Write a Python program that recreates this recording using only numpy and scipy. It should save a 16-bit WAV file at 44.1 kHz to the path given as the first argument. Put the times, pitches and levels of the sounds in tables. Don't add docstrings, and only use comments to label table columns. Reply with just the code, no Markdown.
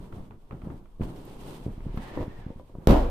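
import sys
import numpy as np
from scipy import signal
from scipy.fft import rfft, irfft, next_fast_len
from scipy.io import wavfile
from scipy.ndimage import map_coordinates

SR = 44100
rng = np.random.default_rng(int(sys.argv[2]) if len(sys.argv) > 2 else 0)


def put_to_file(sound):
    columns = np.atleast_2d(sound).T
    safe = np.clip(columns, -1, 1)
    whole_steps = np.round(safe * 32767)
    wavfile.write(sys.argv[1], SR, whole_steps.astype(np.int16))


N = 136710
TIME_S = np.arange(N) / SR
EVENT_N = SR // 2
AGE_S = TIME_S[:EVENT_N]
LEAD_S = .005
FLUTTER_HZ, GRIP_HZ = 32, 430


def amp(db):
    return 10 ** (np.asarray(db) / 20)


def unit(x):
    return x / np.sqrt(np.mean(x ** 2) + 1e-20)


def along(points, hz):
    knots_hz, values = np.transpose(points)
    return np.interp(np.log(hz + 1), np.log(knots_hz + 1), values)


def curves(rows):
    times_s, *columns = np.transpose(rows)
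    return [np.interp(TIME_S, times_s, column) for column in columns]


def wobble(rate_hz):
    return map_coordinates(rng.standard_normal(int(N * rate_hz / SR) + 4), [TIME_S * rate_hz])


def fade(t60_s, age_s=AGE_S):
    return np.exp(-np.log(1000) * age_s / t60_s)


def add(out, start_s, x):
    i = max(round(start_s * SR), 0)
    out[:, i:i + x.shape[-1]] += x[..., :N - i]


def filtered(x, response):
    size = x.shape[-1]
    padded = next_fast_len(size + SR // 4)
    return irfft(rfft(x, padded) * response(np.fft.rfftfreq(padded, 1 / SR)), padded)[..., :size]


def diffuse(pair, colour):
    # (frequency [Hz], left-right coherence [ratio])
    coherence = [(100, 0.96), (300, 0.92), (650, 0.57), (1300, 0.044), (3000, 0.041), (8000, 0.035)]

    def mid_side_gains(hz):
        angle = np.arccos(np.clip(along(coherence, hz), -1, 1)) / 2
        return amp(along(colour, hz)) * [np.cos(angle), np.sin(angle)]

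    mid, side = filtered(pair, mid_side_gains)
    return unit(np.array([mid + side, mid - side]))


def noise(colour, size=EVENT_N):
    return diffuse(rng.standard_normal((2, size)), colour)


def friction(colour, slips_per_s, smooth):
    slips = (rng.random(N) < slips_per_s / SR) * rng.standard_normal((2, N))
    return diffuse(unit(slips) + smooth * rng.standard_normal((2, N)), colour)


def push(sigma_ms, rebound, rebound_s):
    offset_s = AGE_S - LEAD_S
    pulse = np.exp(-.5 * (offset_s / (sigma_ms / 1000)) ** 2)
    swing = np.maximum(offset_s, 0) / rebound_s
    return pulse - rebound * (swing * np.exp(1 - swing)) ** 2


def room_rumble():
    # (frequency [Hz], level [dB])
    colour = [(25, 5), (80, -17), (150, -29), (500, -36), (1100, -28), (1800, -53), (7000, -53.5)]
    return amp(-51) * noise(colour, N)


def sway():
    # (time [s], level [dB])
    levels = [(0, -67), (.7, -46.5), (.97, -50), (1.04, -37.5), (1.4, -64), (1.9, -37), (2.15, -50),
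              (2.35, -43.5), (2.7, -51)]
    sway_db, = curves(levels)
    return amp(sway_db) * noise([(15, -13.5), (30, -2), (50, -17.5), (110, -26.5), (1000, -88)], N)


def rubbing():
    # (time [s], level [dB])
    hiss_levels = [(0, -68.5), (.2, -65.5), (.3, -77.5), (.51, -78), (.55, -69.5), (.72, -72.5),
                   (.82, -77.5), (.99, -77), (1.05, -56), (1.11, -66), (1.27, -64), (1.44, -59.5),
                   (1.51, -55), (1.6, -61), (1.67, -68), (1.93, -69.5), (2.07, -61.5), (2.2, -70.5),
                   (2.6, -76)]
    rumble_levels = [(0, -47.5), (.2, -46.5), (.4, -62.5), (.56, -51.5), (.7, -45), (.82, -54), (.97, -61),
                     (1.08, -42), (1.28, -45), (1.5, -40), (1.75, -51.5), (1.95, -60), (2.2, -35),
                     (2.4, -54), (2.66, -60.5), (2.83, -47)]
    # (frequency [Hz], level [dB])
    hiss_colour = [(200, -3), (900, 20), (1700, 6), (3200, 10), (5000, 2.5), (7000, -1.5), (8600, 3),
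                   (12000, -4), (14000, -3)]
    rumble_colour = [(30, 2), (65, -9.5), (130, -1.5), (210, -5), (370, -5.5), (560, -14.5), (950, -18),
                     (1300, -26), (2000, -35.5), (4400, -48.5)]
    hiss_db = curves(hiss_levels)[0] + 4.5 + 2.6 * wobble(FLUTTER_HZ)
    hiss = amp(hiss_db) * friction(hiss_colour, slips_per_s=4200, smooth=1.2)
    rumble_db = curves(rumble_levels)[0] + wobble(FLUTTER_HZ)
    return hiss + amp(rumble_db) * friction(rumble_colour, slips_per_s=1800, smooth=.98)


def forearm_slide():
    # (time [s], level [dB])
    levels = [(1.5, -100), (1.66, -63), (1.93, -54.5), (2.02, -46), (2.2, -46), (2.3, -54), (2.44, -54),
              (2.7, -75)]
    # (frequency [Hz], level [dB])
    colour = [(150, 6), (500, 2), (950, 3), (1350, -6.5), (2100, -7), (3200, -11.5), (5000, -21),
              (14000, -44)]
    slide_db = curves(levels)[0] + wobble(FLUTTER_HZ)
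    return amp(slide_db) * friction(colour, slips_per_s=4000, smooth=1.6)


def squeak():
    # (time [s], pitch [Hz], level [dB])
    path = [(1.96, 1714, -60), (2.18, 1908, -56.5), (2.28, 1804, -67), (2.40, 1820, -66), (2.46, 1600, -65),
            (2.53, 1450, -110)]
    hz, db = curves(path)
    grip = np.array([wobble(GRIP_HZ) + 1j * wobble(GRIP_HZ) for channel in range(2)])
    band = unit((grip * np.exp(2j * np.pi * np.cumsum(hz) / SR)).real)
    return amp(db + 1.5 * wobble(FLUTTER_HZ)) * band * (TIME_S > path[0][0])


def chirps():
    # (time [s], pitch [Hz], level [dB])
    catches = [(2.075, 1892, -57), (2.183, 1780, -52.5), (2.203, 1950, -57), (2.315, 1810, -58),
               (2.377, 1790, -57), (2.427, 1730, -60)]
    sigma_s = .0088
    out = np.zeros((2, N))
    for time_s, hz, db in catches:
        phase = 2 * np.pi * np.cumsum(hz * (1 + .018 * wobble(2 * FLUTTER_HZ))) / SR
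        envelope = np.exp(-.5 * ((TIME_S - time_s) / sigma_s) ** 2)
        out += amp(db) * envelope * np.sin(phase + .5 * rng.standard_normal((2, 1)))
    return out


def fur_flicks():
    # (time [s], level [dB])
    flicks = [(1.252, -48.5), (1.9615, -55)]
    colour = [(2000, -25), (6000, -15), (9000, -3), (14000, 3)]
    out = np.zeros((2, N))
    for time_s, db in flicks:
        add(out, time_s, amp(db) * noise(colour) * fade(.028))
    return out


def bright_bursts():
    # (time [s], level [dB])
    bursts = [(1.032, -44), (1.16, -46.5), (1.433, -46.5), (1.507, -48), (1.973, -43.5), (2.877, -32),
              (2.888, -26), (2.906, -25)]
    # (frequency [Hz], level [dB])
    colour = [(500, 3.5), (4200, -2.5), (7000, -16.5), (14000, -11)]
    out = np.zeros((2, N))
    for time_s, db in bursts:
        add(out, time_s, amp(db) * noise(colour) * fade(.039) * (1 - fade(.019)))
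    return out


def crinkles():
    # (time [s], level [dB])
    snaps = [(.125, -40), (0.308, -44), (.319, -49), (0.509, -36.5), (.522, -43), (.618, -41.5),
             (.702, -42.5), (0.857, -51), (1.013, -32), (1.805, -44), (1.974, -30.5)]
    # (frequency [Hz], level [dB])
    colour = [(150, 13), (600, -1), (1300, 3.5), (1650, -9), (2200, -7.5), (3300, -17.5), (5000, -36.5),
              (14000, -46)]
    crack = fade(.022) * (1 - fade(.003))
    room_tail = amp(-16) * fade(.27)
    out = np.zeros((2, N))
    for time_s, db in snaps:
        add(out, time_s, amp(db + 2) * noise(colour) * (crack + room_tail))
    return out


def thuds():
    # (time [s], level [dB], nominal width [ms], rattle trim [dB])
    buckles = [(.005, -32, 2.6, 4.5), (.126, -36.5, 2.4, 11), (.172, -29.5, 2.5, 3), (.208, -31.5, 3.4, -1),
               (0.306, -36, 2.4, 3.5), (.512, -31.5, 2.1, 9), (.638, -28.5, 1.8, 3.5),
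               (0.6725, -22.5, 0.98, -4), (.703, -28.5, 1.23, 4.5), (0.9985, -26.5, 0.86, 2.5),
               (1.010, -15, 1.01, -1.5), (1.665, -17.5, 1.01, -6), (1.6819, -22, 0.86, -7),
               (1.78, -29, 1.46, -10.5), (1.8071, -32.5, 1.1, 0.5), (1.8674, -20, 1.44, -5),
               (1.945, -25.5, 1.03, -2), (1.976, -22, 1.85, -3), (2.281, -24.5, 1.4, -9),
               (2.391, -31.5, 2.6, -0.5), (2.4661, -23, 1.52, -6), (2.562, -33, 2.2, 1.5),
               (2.7859, -27, 1.5, -15)]
    # (frequency [Hz], level [dB])
    colour = [(25, -1.5), (60, 4.5), (110, 4.5), (220, 1), (400, -8), (700, -16.5), (1100, -21),
              (2000, -34.5), (6000, -67)]
    out = np.zeros((2, N))
    for time_s, db, width_ms, trim_db in buckles:
        add(out, time_s - LEAD_S, -amp(db) * push(.58 * width_ms, rebound=.35, rebound_s=.0025))
        rattle = noise(colour) * fade(.29) * (1 - fade(.048))
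        add(out, time_s, amp(db + trim_db - 10.5) * rattle)
    return out


def knocks():
    # (time [s], level [dB])
    slips = [(.665, -35), (1.658, -29), (1.855, -31.5), (2.174, -15.5), (2.196, -25), (2.209, -19),
             (2.228, -25.5), (2.503, -27), (2.597, -30), (2.696, -38.5), (2.752, -32), (2.92, -8.5)]
    # (frequency [Hz], level [dB], t60 [s])
    modes = [(285.5, -2, 0.12), (335, -2.5, 0.063), (496.2, -2.5, 0.14), (555, -9, 0.19),
             (946, -12.5, 0.16)]
    # (frequency [Hz], level [dB])
    colour = [(100, 22), (300, 3.5), (560, 10.5), (1000, -5), (1400, -31), (6000, -48)]
    low_pass = signal.butter(6, 1150, fs=SR, output="sos")
    out = np.zeros((2, N))
    for time_s, db in slips:
        stretch = 1 + .025 * rng.standard_normal()
        ring = np.zeros(EVENT_N)
        for hz, mode_db, t60_s in modes:
            gain = amp(mode_db + 2 * rng.standard_normal())
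            ring += gain * np.cos(2 * np.pi * hz * stretch * AGE_S) * fade(t60_s)
        tap = noise(colour) * (fade(.03) + amp(-14) * fade(.24))
        knock = amp(db) * (amp(-13.5) * ring + amp(-6.5) * tap)
        add(out, time_s, signal.sosfilt(low_pass, knock))
    return out


def skin_ring(start_s):
    # (frequency [Hz], level [dB], t60 [s])
    modes = [(177.5, -15, 0.39), (263.3, -7, 0.3), (558, -15, 0.54), (631, -18, 0.43), (800, -26, 0.63),
             (1007, -24, 0.21)]
    tightest_s, heave_period_s, bend_depth = 2.972, .18, .161
    bend = 1 + bend_depth * np.cos(2 * np.pi * (start_s + AGE_S - tightest_s) / heave_period_s)
    ring = np.zeros((2, EVENT_N))
    for hz, db, t60_s in modes:
        phase = 2 * np.pi * (hz * np.cumsum(bend) / SR + rng.random())
        jitter = .5 * wobble(80.2)[:EVENT_N]
        stereo_shift = hz / 1200 * rng.standard_normal((2, 1))
        ring += amp(db) * np.sin(phase + jitter + stereo_shift) * fade(t60_s)
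    return ring * (1 - fade(.25))


def skin_flap():
    # (frequency [Hz], level [dB])
    colour = [(30, -14), (60, -6), (100, 0.5), (135, -24), (260, -9), (400, -13), (650, -18), (1000, -18.5),
              (1800, -34), (3000, -36.5), (7500, -52.5), (14000, -55)]
    # (frequency [Hz], t60 [s])
    decay_times = [(60, 0.44), (500, 0.57), (3000, 0.57), (12000, 0.56)]
    hold_s = .039
    hz, frame_s, bands = signal.stft(noise(colour), SR, nperseg=256)
    decay = fade(along(decay_times, hz)[:, None], np.maximum(frame_s - hold_s, 0))
    _, tail = signal.istft(bands * decay, SR, nperseg=256)
    flapping = amp(1.2 * wobble(GRIP_HZ))[:EVENT_N]
    return flapping * tail[:, :EVENT_N] * (1 - fade(.064))


def slap():
    # (time [s], level [dB], sigma [ms])
    pulses = [(2.8738, -2.5, 0.38), (2.9029, -6, 0.83), (2.9080, -11, 0.71)]
    # (frequency [Hz], level [dB], t60 [s])
    modes = [(27.06, -16, 1.5), (53.08, -18.5, 1.28), (89.6, -29, 0.52)]
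    start_s = pulses[0][0]
    out = np.zeros((2, N))
    for time_s, db, sigma_ms in pulses:
        add(out, time_s - LEAD_S, amp(db) * push(sigma_ms, rebound=.058, rebound_s=.0081))
    crack = noise([(200, -2), (900, 0), (2000, -13), (6000, -22), (14000, -25)]) * fade(.012)
    add(out, start_s - .0016, amp(-12.5) * crack)
    boom = -sum(amp(db) * np.sin(2 * np.pi * hz * AGE_S) * fade(t60_s) for hz, db, t60_s in modes)
    add(out, start_s, boom + skin_ring(start_s) + amp(-17.5) * skin_flap())
    return out


def scene():
    hits = thuds() + crinkles() + fur_flicks() + bright_bursts() + knocks() + slap()
    sliding = rubbing() + forearm_slide() + squeak() + chirps()
    return hits + sliding + sway() + room_rumble()


def record(dry):
    # (frequency [Hz], left minus right [dB])
    balance = [(200, 0), (700, -.5), (2000, -1.3), (4400, -3.5), (9000, -3), (11500, 0), (13500, -12)]
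    cutoff_hz = 14400
    split = np.array([[.5], [-.5]])
    return filtered(dry, lambda hz: amp(along(balance, hz) * split) / (1 + (hz / cutoff_hz) ** 100))


dry = scene()
out = record(dry)
put_to_file(out)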